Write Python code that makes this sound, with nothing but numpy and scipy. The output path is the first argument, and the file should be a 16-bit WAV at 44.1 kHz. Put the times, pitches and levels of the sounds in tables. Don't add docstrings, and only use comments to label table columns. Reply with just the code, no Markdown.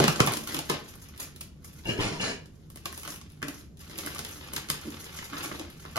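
import sys
import numpy as np
from scipy import signal
from scipy.fft import rfft, irfft, next_fast_len
from scipy.io import wavfile
from scipy.ndimage import map_coordinates

SR = 44100
rng = np.random.default_rng(int(sys.argv[2]) if len(sys.argv) > 2 else 0)


def to_wav(sig):
    pcm = np.clip(np.atleast_2d(sig), -1, 1) * 32767
    pcm = np.round(pcm).astype(np.int16)
    wavfile.write(sys.argv[1], SR, pcm.T)


N = 264061

# frequency in Hz, density in dB per Hz.
HUM_SPECTRUM = [(15, -10), (30, -8.5), (70, 1), (100, -4), (155, -0.5), (230, -5.5), (330, -10.5),
                (500, -19), (900, -30), (2500, -38.5), (7000, -37), (12000, -46), (15500, -49)]
# frequency in Hz, bandwidth in Hz, level in dB.
HUM_TONES = [(81, 19, 7.5), (150.5, 10, 6), (190.5, 1.6, -4)]
HUM_DB = -50

# time in seconds, crack in dB, tick above 8 kHz in dB, pop in dB, pop pitch in Hz.
SNAPS = [(0.0004, -17, -33, -19.5, 470), (0.0397, -16, -32, -23, 804), (0.0797, -15, -26.5, -20.5, 1220),
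         (0.159, -26, -44.5, -42.5, 452), (0.2023, -14.5, -26.5, -16, 1000),
         (0.2632, -28.5, -26.5, -60, 1110), (0.2725, -19.5, -31, -24, 1060),
         (0.2827, -42, -53.5, -28, 1220), (0.3208, -40.5, -29.5, -46, 1650), (0.3356, -23, -30, -41, 570),
         (0.37, -26.5, -30, -43, 1260), (0.4734, -28.5, -34, -42.5, 1220), (0.5445, -25, -26, -32, 1540),
         (0.566, -27, -37, -38, 1180), (0.589, -25, -32, -34, 1110), (0.6972, -20, -29, -30, 646),
         (0.702, -31, -42.5, -29.5, 700), (0.7162, -36.5, -55.5, -36.5, 635), (0.954, -61, -46.5, -58, 460),
         (1.1767, -42.5, -42.5, -76, 1110), (1.204, -44, -32.5, -54, 1060), (1.361, -42, -44.5, -62, 458),
         (1.408, -38, -39.5, -54.5, 805), (1.411, -33.5, -35.5, -52.5, 620), (1.738, -58, -51.5, -79, 482),
         (2.457, -48.5, -56, -62.5, 456), (2.578, -71, -71, -79, 446), (2.701, -47, -46.5, -62, 1060),
         (2.758, -41, -42.5, -56, 447), (2.772, -42.5, -50, -53, 1300), (2.856, -26, -35.5, -35, 1400),
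         (2.8585, -40, -40, -41, 676), (2.926, -43, -40.5, -46, 1180), (2.9761, -37, -36, -50, 610),
         (2.986, -51, -51, -59, 1200), (3.015, -46, -45, -62, 1300), (3.032, -37, -41, -48, 1200),
         (3.05, -37.5, -41, -45, 940), (3.0758, -32.5, -40, -40, 1060), (3.093, -45, -45, -48, 1200),
         (3.14, -43, -42, -48, 1660), (3.1591, -40, -43, -54, 1400), (3.213, -40.5, -56, -55, 1056),
         (3.3, -51, -55, -73, 1200), (3.3195, -56, -55, -81, 1200), (3.418, -46, -50, -43, 1870),
         (3.4268, -29.5, -45, -28.5, 1550), (3.482, -34, -37.5, -46, 1330),
         (3.4836, -34.5, -43, -39.5, 1330), (3.771, -50, -56, -78, 1200), (3.979, -39, -34, -63, 452),
         (3.986, -27, -33, -47, 473), (4.0619, -32, -32, -51, 1070), (4.0715, -52, -54, -36.5, 1120),
         (4.147, -35, -38, -54.5, 1020), (4.1589, -41.5, -52, -40.5, 1110), (4.1826, -32, -43, -47, 1130),
         (4.191, -26.5, -35.5, -44, 567), (4.248, -31.5, -36.5, -40, 1540), (4.3107, -54, -43, -48, 1310),
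         (4.5344, -32, -32.5, -44, 1110), (4.5628, -23, -31, -44, 1000), (4.566, -33, -43, -36, 1190),
         (4.579, -33, -41, -39, 1070), (4.6868, -32, -48, -48, 1200), (4.7001, -18.5, -23, -33, 1030),
         (4.7007, -36, -37, -44.5, 1210), (5.174, -36, -58, -49, 1900), (5.1877, -33.5, -62, -37, 1740),
         (5.2255, -48, -61, -38.5, 1700), (5.3314, -44, -64, -37.5, 1500), (5.39, -49, -55, -56, 1280),
         (5.4258, -37, -57, -58, 1200), (5.4426, -35, -49, -40, 1300), (5.458, -31, -41, -50, 1300),
         (5.514, -51, -59, -37.5, 1270), (5.5953, -31.5, -46, -43, 620), (5.7005, -46.5, -45.5, -67, 748),
         (5.8512, -48, -53, -41, 1300), (5.9581, -33.5, -41.5, -30.5, 1480), (5.9667, -25, -37.5, -40, 895),
         (5.9764, -39, -48, -32, 1310)]
# frequency in Hz, level in dB.
CRACK_SPECTRUM = [(700, -41), (1500, -5.5), (2500, 3.5), (4000, 4), (6500, 4), (9000, 5.5), (14000, -61.5)]
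TICK_SPECTRUM = [(3000, -115), (6000, -79.5), (8000, 53.5), (11000, 47.5), (13500, 44.5), (15500, 52.5)]
POP_SPECTRUM = [(120, -65), (350, 12.5), (650, 0), (1200, 0), (2000, 2.5), (3000, 4), (7000, -73)]
THUMP_SPECTRUM = [(30, -37), (70, 4), (130, -6), (220, 9.5), (380, 2), (600, -45), (1500, -45)]
# frequency in Hz, bandwidth in Hz, level in dB.
DRUM_MODES = [(146.5, 30, 1), (100, 14, -24.5), (217, 22, -10), (273, 77, -13), (441.5, 5.2, -15)]
# frequency in Hz, bandwidth in Hz, level in dB.
RIM_MODES = [(578, 22, 7), (700, 80, 5), (1060, 80, 7), (1330, 68, -9.5), (1520, 77, -8.5)]
CREEP_DB, RUN_DB = -5, -1
CREEP_SHARE, BUSY_DB = 0.32, -50.5
THUMP_DB = -6
THUMP_DB_PER_OCTAVE, MID_POP_HZ = 6, 1000
SNAP_DELAY_S = 0.0009

# start in seconds, level in dB, settled pitch in Hz.
HEAVES = [(0.0, -18, 340), (0.041, -14, 211), (0.081, -11, 150), (0.206, -7.5, 128), (0.278, -21, 120),
          (0.704, -26, 316), (3.427, -31, 279), (3.482, -29, 266), (4.872, -29.5, 305), (5.456, -27, 290),
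          (5.596, -28.5, 310)]
HEAVE_RISE_S = 0.0067
HEAVE_SHARP, HEAVE_SETTLE_S = 0.66, 0.00387
HEAVE_ROOM_DB = -15.5

# time in seconds, level in dB.
HANDLING = [(0, -49), (0.75, -56.5), (1.0, -63), (1.36, -63.5), (1.5, -80.5), (1.6, -78), (1.67, -59.5),
            (1.85, -59.5), (2.45, -79), (2.65, -74), (2.8, -66.5), (3.1, -58), (3.37, -73), (3.77, -102),
            (3.8, -59), (4.0, -49.5), (4.4, -54), (5.0, -54.5), (5.55, -50.5), (5.68, -60.5), (5.99, -59.5)]
# start in seconds, length in seconds, fine wrinkles in dB, wide folds in dB.
SCRUNCHES = [(0.0, 0.03, -34, -25), (0.085, 0.025, -45, -45), (0.228, 0.098, -49, -42.5),
             (0.463, 0.05, -46, -43), (0.688, 0.033, -62.5, -38), (1.183, 0.053, -48.5, -50.5),
             (2.867, 0.17, -55.5, -75), (3.03, 0.092, -49, -54), (3.422, 0.19, -60, -62.5),
             (3.764, 0.035, -62.5, -69.5), (3.956, 0.13, -49, -52), (4.707, 0.23, -54.5, -52.5),
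             (5.1, 0.054, -50.5, -52), (5.322, 0.125, -56, -47.5), (5.497, 0.091, -62, -52),
             (5.836, 0.021, -68, -47.5)]
# frequency in Hz, level in dB.
WRINKLE_SPECTRUM = [(800, -17.5), (2000, -13), (3500, -8.5), (6000, 0.5), (9000, -3), (11000, -2),
                    (13500, -6), (15500, -3)]
FOLD_SPECTRUM = [(80, -53), (200, 0), (350, 0.5), (750, -7), (1150, -4.5), (1800, -3.5), (3000, -3.5),
                 (5000, -6), (10000, -32.5)]
FOLDS_DB = -0.5

# start in seconds, length in seconds, level in dB.
RUBS = [(0.0, 0.033, -33), (0.364, 0.015, -35.5), (0.533, 0.056, -35), (0.698, 0.012, -31.5),
        (3.442, 0.044, -39), (3.93, 0.74, -47), (4.492, 0.067, -47.5), (4.687, 0.038, -45),
        (4.847, 0.044, -43), (5.314, 0.023, -43), (5.437, 0.16, -44)]
# frequency in Hz, bandwidth in Hz, level in dB.
SEAT_MODES = [(227, 42, -2), (290, 33, 4), (331, 13, 0), (427.4, 14, -5.5), (586, 14.3, -0.5)]
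# frequency in Hz, level in dB.
MUFFLE = [(60, -7.5), (150, 1.5), (400, -3.5), (560, -2), (800, -11), (3000, -36)]
# start in seconds, length in seconds, level in dB.
SQUEAKS = [(5.333, 0.012, -41), (5.37, 0.019, -38), (5.422, 0.048, -43.5)]
# frequency in Hz, bandwidth in Hz, level in dB.
SQUEAK_MODES = [(1170, 130, 2), (1360, 160, 3), (1700, 180, -3), (2300, 300, -9)]
RUB_RISE_S, RUB_SAG_DB_PER_S, RUB_STOP_DB_PER_S = 0.0029, 38, 373

# start in seconds, length in seconds, slips per second before bending,
# judder in dB, ring in dB, scrape in dB, grit in dB, initial pitch of the shell as a ratio.
SHOVES = [(1.854, 0.035, 102, -29.5, -44, -47.5, -42.5, 0.98),
          (1.884, 0.026, 130, -30, -39.5, -43, -48.5, 1.005),
          (1.963, 0.021, 107, -35, -47, -46.5, -51, 1.0), (1.989, 0.091, 107, -31, -54, -33.5, -36.5, 1.04),
          (2.106, 0.094, 150, -38.5, -69, -48, -48.5, 1.02),
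          (2.196, 0.017, 220, -33, -40, -44.5, -34.5, 1.008),
          (2.226, 0.086, 250, -33.5, -44.5, -43, -41.5, 1.008)]
# frequency in Hz, bandwidth in Hz, level in dB.
SHELL_MODES = [(96, 22, -1.5), (178, 32, 1), (255, 50, -19), (404, 77, 3.5), (635, 78, 1.5),
               (940, 49, -0.5), (1300, 58, -6.5), (1638, 114, -4.5), (2280, 110, -7.5), (2830, 100, 1),
               (3200, 60, -16), (3985, 96, -11.5), (4450, 70, -14), (5230, 190, -13), (6560, 220, -12.5)]
# frequency in Hz, level in dB.
JUDDER_SPECTRUM = [(40, -17), (85, 1), (180, 2.5), (420, -1.5), (700, -3), (1200, -4), (2500, -21)]
RING_SPECTRUM = [(600, -24.5), (1500, 0), (2900, 1), (4000, -11.5), (8000, -22)]
SCRAPE_SPECTRUM = [(400, -16.5), (900, -4.5), (1600, -2), (2500, 2.5), (3400, -2), (5000, -30)]
GRIT_SPECTRUM = [(1500, -15.5), (4000, 7.5), (7000, 2.5), (9000, 6.5), (12500, -12.5), (15000, -25)]
SHOVE_RISE_S, SHOVE_SAG_DB_PER_S, SHOVE_STOP_DB_PER_S = 0.0038, 35, 289
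GRIT_LAG_S = 0.012
SHELL_SAG_PER_S = 0.0384
SHELL_WOBBLE = 0.005
# first skip in seconds, level in dB.
SKIPS = [(1.8713, -19), (1.9876, -6), (2.049, -9)]
# frequency in Hz, level in dB.
HOP_SPECTRUM = [(40, -2.5), (90, 5), (200, 4.5), (400, 3.5), (700, -11), (2000, -38), (6000, -34)]
SKIP_GAP_S = 0.01

# time in seconds, clack in dB, thud in dB.
KNOCKS = [(3.4278, -27.5, -45), (3.484, -29, -28), (5.331, -49, -25), (5.457, -48, -26), (5.514, -42, -22),
          (5.549, -39, -18), (5.598, -44, -29), (5.613, -38, -15), (5.9594, -15, -32), (5.968, -14, -32),
          (5.9756, -13, -22.5)]
# frequency in Hz, bandwidth in Hz, level in dB.
CLACK_MODES = [(646, 80, 8), (905, 180, -3), (1178, 120, -2.5), (1400, 140, -8.5), (1810, 125, -8.5),
               (2350, 130, -17), (3050, 180, -17)]
CONTACT_S, CONTACT_GRIT = 0.0045, 0.3

# frequency in Hz, time to decay by 60 dB in seconds.
ROOM_T60 = [(120, 0.49), (400, 0.43), (1000, 0.38), (3000, 0.36), (7000, 0.26), (14000, 0.19)]
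# frequency in Hz, level in dB.
SCATTER = [(100, 1.5), (1000, 4.5), (4000, 0), (11000, -8.5)]
# frequency in Hz, likeness from 0 to 1.
LIKENESS = [(30, 0.89), (120, 0.93), (350, 0.76), (700, 0.1), (1500, 0.58), (5000, 0.056), (7000, 0.14),
            (7800, 1), (8700, 1), (9700, 0.15), (10800, 0.81), (12200, 0.94), (13200, 0.71), (14300, 1)]
# frequency in Hz, lead of the left in radians.
LEAD = [(100, 0), (1100, .4), (2200, -2.2), (4500, -.4), (6400, .2), (7700, -2.95), (8700, -3),
        (9700, -3.9), (10700, -6.05), (12400, -6.1), (13200, -6.9), (13900, -9.15)]
# frequency in Hz, left minus right in dB.
BALANCE = [(60, 1.5), (130, -2.5), (300, 0), (900, 1), (1800, -0.7), (5000, 1.5), (8000, 0)]
EDGE_HZ = 15900


def amp(db):
    return 10 ** (np.asarray(db) / 20)


def unit(x):
    return x / np.sqrt(np.mean(x ** 2) + 1e-20)


def read(points, hz):
    f, value = np.transpose(points)
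    return np.interp(np.log(hz + 1), np.log(f + 1), value)


def level(s, db):
    return amp(np.interp(np.arange(N) / SR, s, db))


def colour(x, points, size=4096):
    log_gain = np.log(amp(read(points, abs(np.fft.fftfreq(size, 1 / SR)))))
    spectrum = np.exp(np.conj(signal.hilbert(log_gain)))
    taps = np.fft.ifft(spectrum).real[:size // 2]
    return signal.oaconvolve(x, taps / np.linalg.norm(taps))[:N]


def ring(x, modes, size=8192):
    t = np.arange(size) / SR
    taps = np.zeros(size)
    for hz, width, db in modes:
        decay = np.exp(-np.pi * width * t)
        taps += amp(db) * width * decay * np.cos(2 * np.pi * hz * t)
    return signal.oaconvolve(x, taps / np.linalg.norm(taps))[:N]


def wander(per_s):
    knots = rng.standard_normal(4096)
    return unit(np.interp(np.arange(N) / SR * per_s, np.arange(len(knots)), knots))


def clicks(per_s, spread_db, clump_db):
    size = amp(spread_db * np.minimum(rng.exponential(1, N), 4) + clump_db * wander(90))
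    sign = rng.choice([-1., 1.], N)
    return unit(size * sign * (rng.random(N) < per_s / SR))


def slips(hz, jitter, grain):
    turns = np.cumsum(hz * np.exp(jitter * wander(120))) / SR
    pulses = np.diff(np.floor(turns), prepend=0) * amp(1.0 * wander(90))
    scratch = np.exp(-(turns % 1) / 0.77) * rng.standard_normal(N)
    return unit(unit(pulses) + grain * unit(scratch))


def stroke(start, length, db, rise_s, sag_db_per_s, stop_db_per_s):
    t = np.maximum(np.arange(N) / SR - start, 0)
    fade_db = sag_db_per_s * t + abs(stop_db_per_s) * np.maximum(t - length, 0)
    return np.minimum(t / rise_s, 1) * amp(db - fade_db)


def hum():
    rush = unit(colour(rng.standard_normal(N), HUM_SPECTRUM))
    tones = unit(ring(colour(rng.standard_normal(N), HUM_SPECTRUM), HUM_TONES))
    return amp(HUM_DB) * (amp(-2.0) * rush + amp(-2.5) * tones)


def snaps(size=2048):
    peak = size // 4
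    t = (np.arange(size) - peak) / SR
    click = 1. * (t == 0)
    creep = np.exp(-abs(t) / 0.006) * (t < 0)
    run = np.exp(-abs(t) / .002) * (t > 0)
    drive = np.zeros((4, N + 2 * size))
    for s, crack_db, tick_db, pop_db, pop_hz in SNAPS:
        grains = rng.standard_normal(size) ** 3
        handling_db = np.interp(s, *np.transpose(HANDLING))
        creep_db = CREEP_DB + CREEP_SHARE * min(handling_db - BUSY_DB, 0)
        small = amp(creep_db) * unit(grains * creep) + amp(RUN_DB) * unit(grains * run)
        small /= np.sqrt(size)
        popped = signal.lfilter(*signal.iirpeak(pop_hz, 1.0, fs=SR), click + 0.66 * small)
        popped /= np.linalg.norm(popped)
        thump_db = pop_db + THUMP_DB - THUMP_DB_PER_OCTAVE * np.log2(pop_hz / MID_POP_HZ)
        voices = np.array([1.047 * click + 0.35 * small, click + 0.73 * small, popped, click])
        at = max(round((s + SNAP_DELAY_S) * SR), 0)
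        drive[:, at:at + size] += amp([crack_db, tick_db, pop_db, thump_db])[:, None] * voices
    crack, tick, pop, thump = drive[:, peak:]
    film = amp(19.5) * colour(crack, CRACK_SPECTRUM) + amp(28.0) * colour(tick, TICK_SPECTRUM)
    film += amp(17.5) * colour(pop, POP_SPECTRUM)
    body = amp(7.0) * ring(pop, RIM_MODES) + amp(25.5) * ring(thump, DRUM_MODES)
    body += amp(14) * colour(thump, THUMP_SPECTRUM)
    return film + body


def heaves(size=5000):
    t = np.arange(size) / SR
    swell = t / HEAVE_RISE_S * np.exp(1 - t / HEAVE_RISE_S)
    turns = np.cumsum(1 + HEAVE_SHARP * np.exp(-t / HEAVE_SETTLE_S)) / SR
    out = np.zeros(N + size)
    for s, db, hz in HEAVES:
        at = max(round(s * SR), 0)
        out[at:at + size] += amp(db) * swell * np.sin(2 * np.pi * hz * turns)
    return out[:N]


def rustle():
    fine_gain = level(*np.transpose(HANDLING))
    fold_gain = amp(FOLDS_DB) * fine_gain
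    for start, length, fine_db, folds_db in SCRUNCHES:
        scrunch = stroke(start, length, 0, rise_s=0.014, sag_db_per_s=2.0, stop_db_per_s=321)
        fine_gain = np.hypot(fine_gain, amp(fine_db) * scrunch)
        fold_gain = np.hypot(fold_gain, amp(folds_db) * scrunch)
    crisp = clicks(per_s=80, spread_db=4.5, clump_db=2)
    fine = unit(clicks(per_s=2900, spread_db=-1.5, clump_db=8.0) + 0.68 * crisp)
    coarse = unit(clicks(per_s=220, spread_db=3.0, clump_db=0.5) + 0.32 * fine)
    wrinkles = amp(5.0) * colour(fine * fine_gain, WRINKLE_SPECTRUM)
    folds = amp(1.0) * colour(coarse * fold_gain, FOLD_SPECTRUM)
    return wrinkles + folds


def rub():
    seat = ring(slips(hz=145.6, jitter=.35, grain=0.75), SEAT_MODES)
    groan = unit(colour(seat, MUFFLE))
    squeak = unit(ring(slips(hz=218.0, jitter=0.94, grain=0.41), SQUEAK_MODES))
    shape = RUB_RISE_S, RUB_SAG_DB_PER_S, RUB_STOP_DB_PER_S
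    groan_gain = sum(stroke(*row, *shape) for row in RUBS)
    squeak_gain = sum(stroke(*row, *shape) for row in SQUEAKS)
    return amp(-5.0) * groan * groan_gain + amp(-5.5) * squeak * squeak_gain


def drag():
    shape = SHOVE_RISE_S, SHOVE_SAG_DB_PER_S, SHOVE_STOP_DB_PER_S
    gains = np.zeros((4, N))
    for start, length, _, judder_db, ring_db, scrape_db, grit_db, _ in SHOVES:
        gains[0] += stroke(start, length, judder_db, *shape)
        gains[1] += stroke(start, length, ring_db, *shape)
        gains[2] += stroke(start, length, scrape_db, *shape)
        gains[3] += stroke(start + GRIT_LAG_S, length - GRIT_LAG_S, grit_db, *shape)
    judder, ringing, scrape, grit = gains
    starts, _, slip_hz, *_, pitch = np.transpose(SHOVES)
    t = np.arange(N) / SR
    current = np.maximum(np.searchsorted(starts, t) - 1, 0)
    bend = pitch[current] - SHELL_SAG_PER_S * np.clip(t - starts[current], 0, .5)
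    bend = np.where(t < starts[0], 1, bend + SHELL_WOBBLE * wander(45))
    drive = slips(slip_hz[current], jitter=.1, grain=0.75)
    shell = map_coordinates(ring(drive, SHELL_MODES), [np.cumsum(bend)], order=3)
    return (amp(-5.5) * unit(colour(shell + 0.62 * drive, JUDDER_SPECTRUM)) * judder
            + amp(5.0) * unit(colour(shell, RING_SPECTRUM)) * ringing
            + amp(0.5) * unit(colour(drive + 0.28 * shell, SCRAPE_SPECTRUM)) * scrape
            + amp(3.0) * unit(colour(shell + 0.26 * drive, GRIT_SPECTRUM)) * grit)


def skips(count=3):
    hops = np.zeros(N)
    for start, db in SKIPS:
        times = start + SKIP_GAP_S * np.arange(count)
        hops[np.round(times * SR).astype(int)] = amp(db)
    return colour(hops, HOP_SPECTRUM)


def knocks(size=512):
    t = np.arange(size) / SR
    blows = np.zeros((2, N + size))
    for s, clack_db, thud_db in KNOCKS:
        chatter = unit(rng.standard_normal(size) * np.exp(-t / CONTACT_S)) / np.sqrt(size)
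        contact = (t == 0) + CONTACT_GRIT * chatter
        at = round(s * SR)
        blows[:, at:at + size] += amp([clack_db, thud_db])[:, None] * contact
    return amp(10.5) * ring(blows[0], CLACK_MODES) + amp(4.5) * ring(blows[1], SEAT_MODES)


def echoes(size=26000):
    t = np.arange(size) / SR
    taps = rng.choice([-1., 1.], (2, size)) * (rng.random((2, size)) < 9000 / SR)
    hz, frame_s, z = signal.stft(taps[0] * (1 - np.exp(-t / 0.0012)), SR, nperseg=256)
    decay = amp(-60 * frame_s / read(ROOM_T60, hz)[:, None])
    tail = signal.istft(z * decay, SR, nperseg=256)[1][:size]
    early = taps[1] * np.exp(-t / 0.004) * (t > .0006)
    early_spectrum = rfft(early / np.linalg.norm(early))
    early = irfft(early_spectrum * amp(read(SCATTER, np.fft.rfftfreq(size, 1 / SR))), size)
    return amp(3.5) * tail / np.linalg.norm(tail) + amp(3.5) * early


def bathroom(direct, spread, count=5):
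    place = np.arange(N) / SR * 31
    wet = np.zeros(N)
    for k in range(count):
        u = (place - k) % count
        fade = np.sin(np.pi / 2 * u) * (u < 2)
        wet += signal.oaconvolve(spread * fade, echoes())[:N]
    return amp(-6.5) * (direct + wet)


def scene():
    cracks, film = snaps() + knocks(), rustle() + rub()
    scrape, low = drag() + skips(), heaves()
    direct = amp(1.0) * cracks + amp(0.5) * film + amp(4.5) * scrape + low
    spread = amp(-2.0) * cracks + amp(2.5) * film + scrape + amp(HEAVE_ROOM_DB) * low
    return np.array([bathroom(direct, spread) + hum(), bathroom(direct, spread) + hum()])


def record(dry):
    size = next_fast_len(N + 4096)
    hz = np.fft.rfftfreq(size, 1 / SR)
    left, other = rfft(dry, size)
    same = np.clip(read(LIKENESS, hz), 0, 1)
    mixed = same * left + 1j * np.sqrt(1 - same ** 2) * other
    right = mixed * np.exp(-1j * read(LEAD, hz))
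    lean = amp(read(BALANCE, hz) / 2)
    ports = irfft(np.array([left * lean, right / lean]), size)[:, :N]
    low_pass = signal.firwin(511, EDGE_HZ, window=("kaiser", 9), fs=SR)
    return signal.oaconvolve(ports, low_pass[None], "same")


dry = scene()
out = record(dry)
to_wav(out)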